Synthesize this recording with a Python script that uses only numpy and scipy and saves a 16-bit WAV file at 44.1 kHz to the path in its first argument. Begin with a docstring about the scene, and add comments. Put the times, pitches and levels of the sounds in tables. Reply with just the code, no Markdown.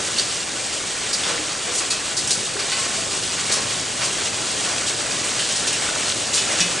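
"""A paved yard beside a tiled roof, in heavy rain. Drops drum on the tiles, patter on the paving and
plink in puddles, over a fine spray and the wash of far drops. Gobs of water spill off the eaves and
splatter, single near drops tick, and now and then one rings sheet metal or something hollow.
A faint low handling rumble lies underneath, and the house walls return a short echo.
A little past halfway, the listener turns from the roof to the yard."""
import sys
import numpy as np
from scipy import signal
from scipy.fft import rfft, irfft, next_fast_len
from scipy.io import wavfile
from scipy.ndimage import map_coordinates

SR = 44100
rng = np.random.default_rng(int(sys.argv[2]) if len(sys.argv) > 2 else 0)


def materialize(psi):
    """Save the field psi as 16-bit PCM at rate SR to the path in sys.argv[1].

    A 1-D psi becomes a single channel; in a 2-D psi each row is a channel.
    """
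    bounded = np.clip(np.atleast_2d(psi).T, -1, 1)
    quanta = np.round(bounded * 32767).astype(np.int16)
    wavfile.write(sys.argv[1], SR, quanta)


N = 299880
TOP_HZ = 11500  # the highest pitch heard


def amp(db):
    """Turn decibels into a number to multiply a sound by."""
    return 10 ** (np.asarray(db) / 20)


def unit(x):
    """Scale a sound to an average size (rms) of 1."""
    return x / np.sqrt(np.mean(x ** 2) + 1e-20)


def along(points, hz, column=1):
    """Read a table's column at any pitch, sliding between rows on a log scale."""
    table = np.transpose(points)
    return np.interp(np.log(hz + 1), np.log(table[0] + 1), table[column])


def curve(rows):
    """Join (seconds, value) points with straight lines."""
    return np.interp(np.arange(N) / SR, *np.transpose(rows))


def wobble(rate):
    """A smooth curve through `rate` random values a second."""
    return map_coordinates(rng.standard_normal(int(N * rate / SR) + 4), [np.arange(N) * rate / SR])


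def bump(hz, centre, width):
    """A peak of height 1 around one pitch: a resonance."""
    return 1 / (1 + (2 * (hz - centre) / width) ** 2)


def filtered(x, response):
    """Turn each pitch in x up or down by response(hz)."""
    n = x.shape[-1]
    padded = next_fast_len(n + 8192)
    return irfft(rfft(x, padded) * response(np.fft.rfftfreq(padded, 1 / SR)), padded)[..., :n]


def add(track, start, sound):
    """Mix a sound into the track at `start` seconds."""
    part = track[max(round(start * SR), 0):][:len(sound)]
    part += sound[:len(part)]


def ping(t, hz, life):
    """A tone that fades to about a third in `life` seconds."""
    return np.sin(2 * np.pi * hz * t) * np.exp(-t / life)


def impacts(n, rate, spread_db):
    """Clicks of uneven size at random times, about `rate` a second."""
    hits = rng.random(n) < rate / SR
    size_db = spread_db * np.minimum(rng.exponential(size=n), 4.5)
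    return unit(hits * amp(size_db) * rng.choice([-1, 1], n))


def drops(count, pitch_hz, scatter, cycles, spread_db, samples=256):
    """Drops land at random, each a ping of its own pitch and strength that rings for some cycles."""
    k = np.arange(samples)
    start = rng.integers(0, N, (count, 1))
    hz = np.minimum(pitch_hz * np.exp(scatter * rng.standard_normal((count, 1))), TOP_HZ)
    size_db = spread_db * np.minimum(rng.exponential(size=(count, 1)), 4.2)
    pings = amp(size_db) * np.sqrt(hz) * ping(k / SR, hz, cycles / hz)
    return unit(np.bincount((start + k).ravel(), pings.ravel(), N)[:N])


def shower(near, colour, wash_db):
    """Near drops over the blurred hiss of far ones, coloured by the surface they hit."""
    both = near + amp(wash_db) * rng.standard_normal(N)
    return unit(filtered(both, lambda hz: amp(along(colour, hz))))


def facing_yard(start_s=3.7, turn_s=0.36):
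    """0 while the listener faces the roof, 1 once turned to the yard."""
    return np.clip((np.arange(N) / SR - start_s) / turn_s, 0, 1)


# How hard it rains. Each row: time in seconds, strength in dB.
RAIN_STRENGTH = [(0.0, -27.5), (0.37, -26.5), (0.48, -30), (0.8, -28.5), (1.0, -28.5), (1.33, -28.5),
                 (1.44, -30), (1.85, -28), (2.09, -29.5), (2.3, -27.5), (2.52, -29.5), (2.86, -26.5),
                 (3.2, -26.5), (3.7, -27.5), (3.92, -28), (4.2, -27.5), (4.4, -28), (4.7, -25.5),
                 (5.02, -27.5), (5.59, -26), (6.1, -26), (6.22, -26.8), (6.5, -25), (6.8, -27.5)]
def rain_level(average_db, growth, yard_db):
    """A level in dB that follows the rain's strength and gains yard_db as the listener turns."""
    strength_db = curve(RAIN_STRENGTH)
    return average_db + growth * (strength_db - strength_db.mean()) + yard_db * facing_yard()


# The tone of the tiles. 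Each row: pitch in Hz, level in dB.
ROOF_COLOUR = [(20, -32), (55, -9.5), (90, -8), (112, -4), (145, -6), (185, -4), (230, -3.5), (400, 0),
               (650, -6), (800, -1.5), (1000, -7), (2000, -16), (5000, -58)]
def roof(surge):
    """Rain drums on the tiles, with a hollow note that grows as the listener turns."""
    drumming = shower(impacts(N, rate=900, spread_db=3), ROOF_COLOUR, wash_db=2)
    drumming_db = rain_level(-35.5, growth=0.38, yard_db=0.65) + 0.39 * surge
    hollow = unit(filtered(rng.standard_normal(N), lambda hz: bump(hz, centre=603, width=190)))
    return drumming * amp(drumming_db) + hollow * amp(-57.5 + 14.5 * facing_yard())


# The tone of the paving. Each row: pitch in Hz, level in dB.
PATTER_COLOUR = [(200, -21), (600, 2.5), (1000, -3), (1600, -1), (2400, -3), (3500, -12), (8000, -18.5)]
# How loud the yard patters. Each row: time in seconds, level in dB.
PATTER_LOUDNESS = [(0, -33), (.5, -36), (.87, -34.5), (1.0, -33), (1.5, -34.5), (2.5, -35), (2.85, -32),
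                   (3.15, -35), (3.6, -32), (3.93, -35.5), (4.1, -32), (4.4, -34), (4.72, -30), (5.55, -34),
                   (6.0, -29.5), (6.24, -35.5), (6.42, -31), (6.5, -27.5), (6.68, -31)]
def patter_and_plinks(surge):
    """Drops tap on the paving; in puddles they trap air bubbles, which ring far longer."""
    level_db = curve(PATTER_LOUDNESS)
    taps = drops(count=2200, pitch_hz=1473, scatter=0.34, cycles=2, spread_db=1)
    patter = shower(taps, PATTER_COLOUR, wash_db=11.5)
    plinks = drops(count=450, pitch_hz=2297, scatter=0.42, cycles=34, spread_db=1.1, samples=4096)
    return patter * amp(level_db + 0.8 * surge) + plinks * amp(level_db - 6.5)


# The tone of the spray. Each row: pitch in Hz, level in dB.
SPRAY_COLOUR = [(700, -29), (1800, -6), (2900, 2), (3800, 0.5), (5500, 1.5), (8000, 5), (11000, -3.5)]
def spray(surge):
    """Thousands of tiny drops merge into a bright, flickering hiss."""
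    droplets = drops(count=9000, pitch_hz=5800, scatter=0.41, cycles=1.56, spread_db=3)
    hiss = shower(droplets, SPRAY_COLOUR, wash_db=9)
    level_db = rain_level(-23.5, growth=0.96, yard_db=0.1)
    return hiss * amp(level_db + 0.95 * surge + 0.4 * wobble(70))


# How loud the deepest drumming is. Each row: time in seconds, level in dB.
BOOM_LOUDNESS = [(0, -43), (.5, -49), (1.05, -51.5), (1.3, -42), (1.6, -51), (2.05, -48), (2.25, -41),
                 (2.6, -46.5), (3.0, -42.5), (3.42, -42.5), (3.55, -39), (4.0, -42.5), (5.1, -43.5),
                 (6.2, -43), (6.5, -41.5), (6.8, -40.5)]
# Its tone. Each row: pitch in Hz, level in dB.
BOOM_TONE = [(40, -27), (80, -6), (112, 1.5), (150, -2.5), (260, -5), (400, -12.5), (900, -49)]
def boom():
    """The deepest drumming of the rain swells and fades on its own."""
    return amp(curve(BOOM_LOUDNESS)) * shower(impacts(N, rate=300, spread_db=2), BOOM_TONE, wash_db=2.5)


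def rumble():
    """A faint low handling rumble, fainter still once the listener faces the yard."""
    low_rumble = filtered(rng.standard_normal(N), lambda hz: bump(hz, centre=46, width=36) * (hz < 200))
    return unit(low_rumble) * amp(-59 - 11 * facing_yard())


# Gobs of water from the eaves. Each row: start in seconds, level in dB, lowest pitch in Hz,
# pitch of the trapped air in Hz, its boost in dB, seconds to land, seconds to fade by 60 dB.
GOBS = [(0.177, -18, 3000, 4500, 12, .01, .12), (1.125, -18.5, 3970, 4760, 4, .008, 0.14),
        (1.233, -23, 1700, 3450, 5, 0.0025, .17), (1.25, -24, 600, 1300, 3, .014, .4),
        (1.272, -26, 280, 495, 14.5, 0.018, 0.57), (1.665, -28.5, 350, 503, 12, .011, .35),
        (1.73, -22, 5200, 7500, 0, .02, .16), (1.765, -19.5, 4200, 7550, 6, .02, .18),
        (1.802, -26, 450, 1700, -1, 0.0086, .25), (1.902, -18, 3500, 4750, 1, .0045, .11),
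        (2.162, -18.5, 3880, 4600, 2, 0.011, .18), (2.273, -20, 5000, 7750, 6, 0.0022, .1),
        (2.306, -15, 4000, 5370, 0.5, 0.0018, 0.25), (2.586, -23, 1100, 4600, 2.5, .008, 0.22),
        (2.716, -24, 2020, 4400, 9, .003, .19), (2.795, -21.5, 3500, 7900, 10, .003, .19),
        (3.365, -27, 900, 1500, 3, .02, .25), (3.485, -24, 260, 430, 5, 0.013, 0.31),
        (3.512, -16, 4070, 7500, 1, 0.01, 0.19), (3.562, -26, 280, 477, 13, 0.013, .2),
        (3.995, -22, 690, 1500, -2, .025, 0.37), (4.025, -21, 4700, 7000, 4.5, 0.02, .15),
        (4.232, -26, 2590, 3700, 3, .03, .16), (4.855, -22.5, 2600, 7800, 5, 0.017, 0.2),
        (5.388, -23.5, 2600, 3100, 7, .0065, 0.33), (5.486, -24, 2500, 3200, 5, 0.0044, 0.25),
        (5.55, -22.5, 3600, 5400, 4, .013, .17), (5.666, -19.5, 2390, 5600, 4, 0.006, 0.12),
        (5.725, -24, 2400, 2700, 8, .004, 0.16), (6.325, -17.5, 3800, 7300, 5, 0.019, .22),
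        (6.371, -20.5, 2800, 6900, 8, 0.011, 0.21), (6.603, -17, 2400, 5770, 8, .002, .15)]
def splats(hold_s=0.011, crack_fade_s=0.041, half_crack_s=0.0078):
    """A gob cracks on the paving and bursts into a cloud of droplets; air trapped under it rings."""
    track, t = np.zeros(N), np.arange(SR // 2) / SR
    for start, db, low_hz, air_hz, air_db, land_s, fade_s in GOBS:
        cloud = unit(impacts(len(t), rate=2500, spread_db=-1) + rng.standard_normal(len(t)))
        sharpness = amp(-2) / (1 + (land_s / half_crack_s) ** 2)  # a slow landing cracks less
        crack = sharpness * impacts(len(t), rate=910, spread_db=-1)
        rise = np.minimum(t / land_s, 1)
        swell = lambda hold, fade: rise * amp(-60 * np.maximum(t - land_s - hold, 0) / fade)
        burst = cloud * swell(hold_s, fade_s) + crack * swell(0, crack_fade_s)
        dull_hz = 3000 + 4.4 * low_hz  # the splash weakens above this pitch
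        band = lambda hz: 1 / np.sqrt((1 + (low_hz / (hz + 1)) ** 18) * (1 + (hz / dull_hz) ** 2.7))
        air_ring = lambda hz: amp(air_db * bump(hz, air_hz, width=0.21 * air_hz))
        colour = lambda hz: unit(band(hz) * air_ring(hz) * (hz < TOP_HZ))
        add(track, start, amp(db) * filtered(burst, colour))
    return track


# Drops on sheet metal. Each row: start in seconds, level in dB, pitch rung hardest in Hz,
# spread around that pitch in octaves.
METAL_HITS = [(1.236, -30, 3500, .12), (1.67, -32, 2900, .15), (1.906, -27.5, 2500, .13),
              (1.906, -25, 4740, .2), (2.72, -27.5, 1900, 1.1), (2.785, -35, 1077, .3),
              (3.56, -30, 1077, 0.27), (6.375, -22, 3150, 0.28), (6.605, -22, 2800, 0.4)]
# The sheet's own notes. Each row: pitch in Hz, level in dB, seconds to fade by 60 dB.
METAL_NOTES = [(1077, -5, 1.2), (1510, -7, 0.6), (2010, -0.5, 0.24), (2390, -5, 0.36), (2577, -1, 0.42),
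               (2970, -0.5, 0.26), (3550, -1, 0.28), (4800, -2, .16)]
def clanks(waver_radians=0.54):
    """Wet sheet metal rings unsteadily; where a drop lands decides which notes sound."""
    track, t = np.zeros(N), np.arange(SR) / SR
    waver_times = np.arange(0, 1, 0.012)
    for start, db, focus_hz, octaves in METAL_HITS:
        for hz, note_db, fade_s in METAL_NOTES:
            share = np.exp(-0.5 * (np.log2(hz / focus_hz) / octaves) ** 2)
            waver = waver_radians * np.interp(t, waver_times, rng.standard_normal(len(waver_times)))
            note = np.sin(2 * np.pi * hz * t + waver)
            add(track, start, share * amp(db + note_db - 60 * t / fade_s) * note)
    return track


# Single near drops. Each row: start in seconds, level in dB, pitch in Hz.
NEAR_DROPS = [(1.38, -12.5, 1920), (1.852, -16, 3270), (2.568, -15.5, 1490), (5.207, -8, 7300),
              (5.89, -11.5, 1410), (5.96, -14, 1360), (6.101, -6.5, 3590), (6.123, -5, 4020)]
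def ticks(cycles=1.7):
    """A near drop hits a hard surface with a dry tick."""
    track, t = np.zeros(N), np.arange(SR // 2) / SR
    for start, db, hz in NEAR_DROPS:
        add(track, start, amp(db) * ping(t, hz, cycles / hz))
    return track


# Drops on hollow things. Each row: start in seconds, level in dB, pitch in Hz, seconds to fade by 60 dB.
HOLLOW_HITS = [(1.39, -29.5, 305, 0.36), (2.555, -31, 408, 0.51), (2.975, -27, 662, 0.25),
               (6.603, -27, 174.7, 0.44)]
def hollow_rings():
    """Something hollow, struck by a drop, rings with one faint note."""
    track, t = np.zeros(N), np.arange(SR // 2) / SR
    for start, db, hz, fade_s in HOLLOW_HITS:
        add(track, start, amp(db) * ping(t, hz, fade_s / np.log(1000)))
    return track


def wall_echo(x, echo_db, fade_s):
    """House walls and paving return a short, dense echo of the higher pitches."""
    t = np.arange(SR // 4) / SR
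    tail = rng.standard_normal(len(t)) * amp(-60 * t / fade_s) * (t > 0.002)
    tail = filtered(tail, lambda hz: hz ** 2 / (hz ** 2 + 1100 ** 2))
    response = (t == 0) + amp(echo_db) * tail / np.linalg.norm(tail)  # direct sound, then its echo
    return signal.fftconvolve(x, response[None] / np.linalg.norm(response), axes=1)[:, :N]


# How left and right compare. Each row: pitch in Hz, how far the left wave leads in radians,
# likeness from 0 to 1, how much louder the left is in dB.
STEREO_BANDS = [(90, 0.0, 1.0, 0.1), (250, -0.0, 0.98, 2.6), (470, -0.4, 0.9, 2.9), (620, 0.2, 0.55, 3.5),
                (700, -1.7, 0.51, 5.3), (850, -2.0, 0.6, -1.3), (1000, -0.2, 0.51, -1.9),
                (1300, 0.1, 0.92, -0.4), (1650, 0.0, 0.999, 0), (4500, 0.0, 0.999, 0),
                (4850, -0.2, 0.84, -0.3), (4950, -2.6, 0.79, 0.1), (5050, 0.0, 0.65, 0.0),
                (5300, 0.0, 0.995, 0), (7100, 0.0, 0.995, 0), (8000, -0.6, 0.79, 0.5),
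                (9600, -2.0, 0.62, 0.2), (10200, -3.1, 0.83, -0.4)]
def stereo(shared, apart):
    """Most pitches reach both sides alike; in a few bands they part in timing and level."""
    side = np.array([[1], [-1]])  # left, right
    width = lambda hz: np.arccos(np.clip(along(STEREO_BANDS, hz, column=2), 0, 1)) / 2
    lead = lambda hz: np.exp(0.5j * side * along(STEREO_BANDS, hz, column=1))
    balance = lambda hz: amp(side * along(STEREO_BANDS, hz, column=3) / 2)
    return (filtered(shared, lambda hz: lead(hz) * balance(hz) * np.cos(width(hz)))
            + filtered(apart, lambda hz: lead(hz) * balance(hz) * side * np.sin(width(hz))))


def downpour():
    """All the dense water sounds; drumming, patter and spray share one quick, random surge."""
    surge = wobble(32)
    return roof(surge) + patter_and_plinks(surge) + spray(surge) + boom() + splats()


def scene():
    """One echoing downpour is shared by both sides; a second one makes it sound wide."""
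    shared, apart = wall_echo(np.array([downpour(), downpour()]), echo_db=-11.5, fade_s=0.16)
    return stereo(shared + clanks() + ticks() + hollow_rings() + rumble(), apart)


# The microphone's tone. Each row: pitch in Hz, boost or cut in dB.
MICROPHONE_COLOUR = [(4500, 0.5), (4780, 2), (4960, -4), (5150, 0), (8000, -2), (9500, 1.5), (10500, -23.5),
                     (11500, -70)]
def record(dry):
    """The microphone dulls the highest pitches and keeps nothing above TOP_HZ."""
    return filtered(dry, lambda hz: amp(along(MICROPHONE_COLOUR, hz)) * (hz < TOP_HZ))


dry = scene()
out = record(dry)
materialize(out)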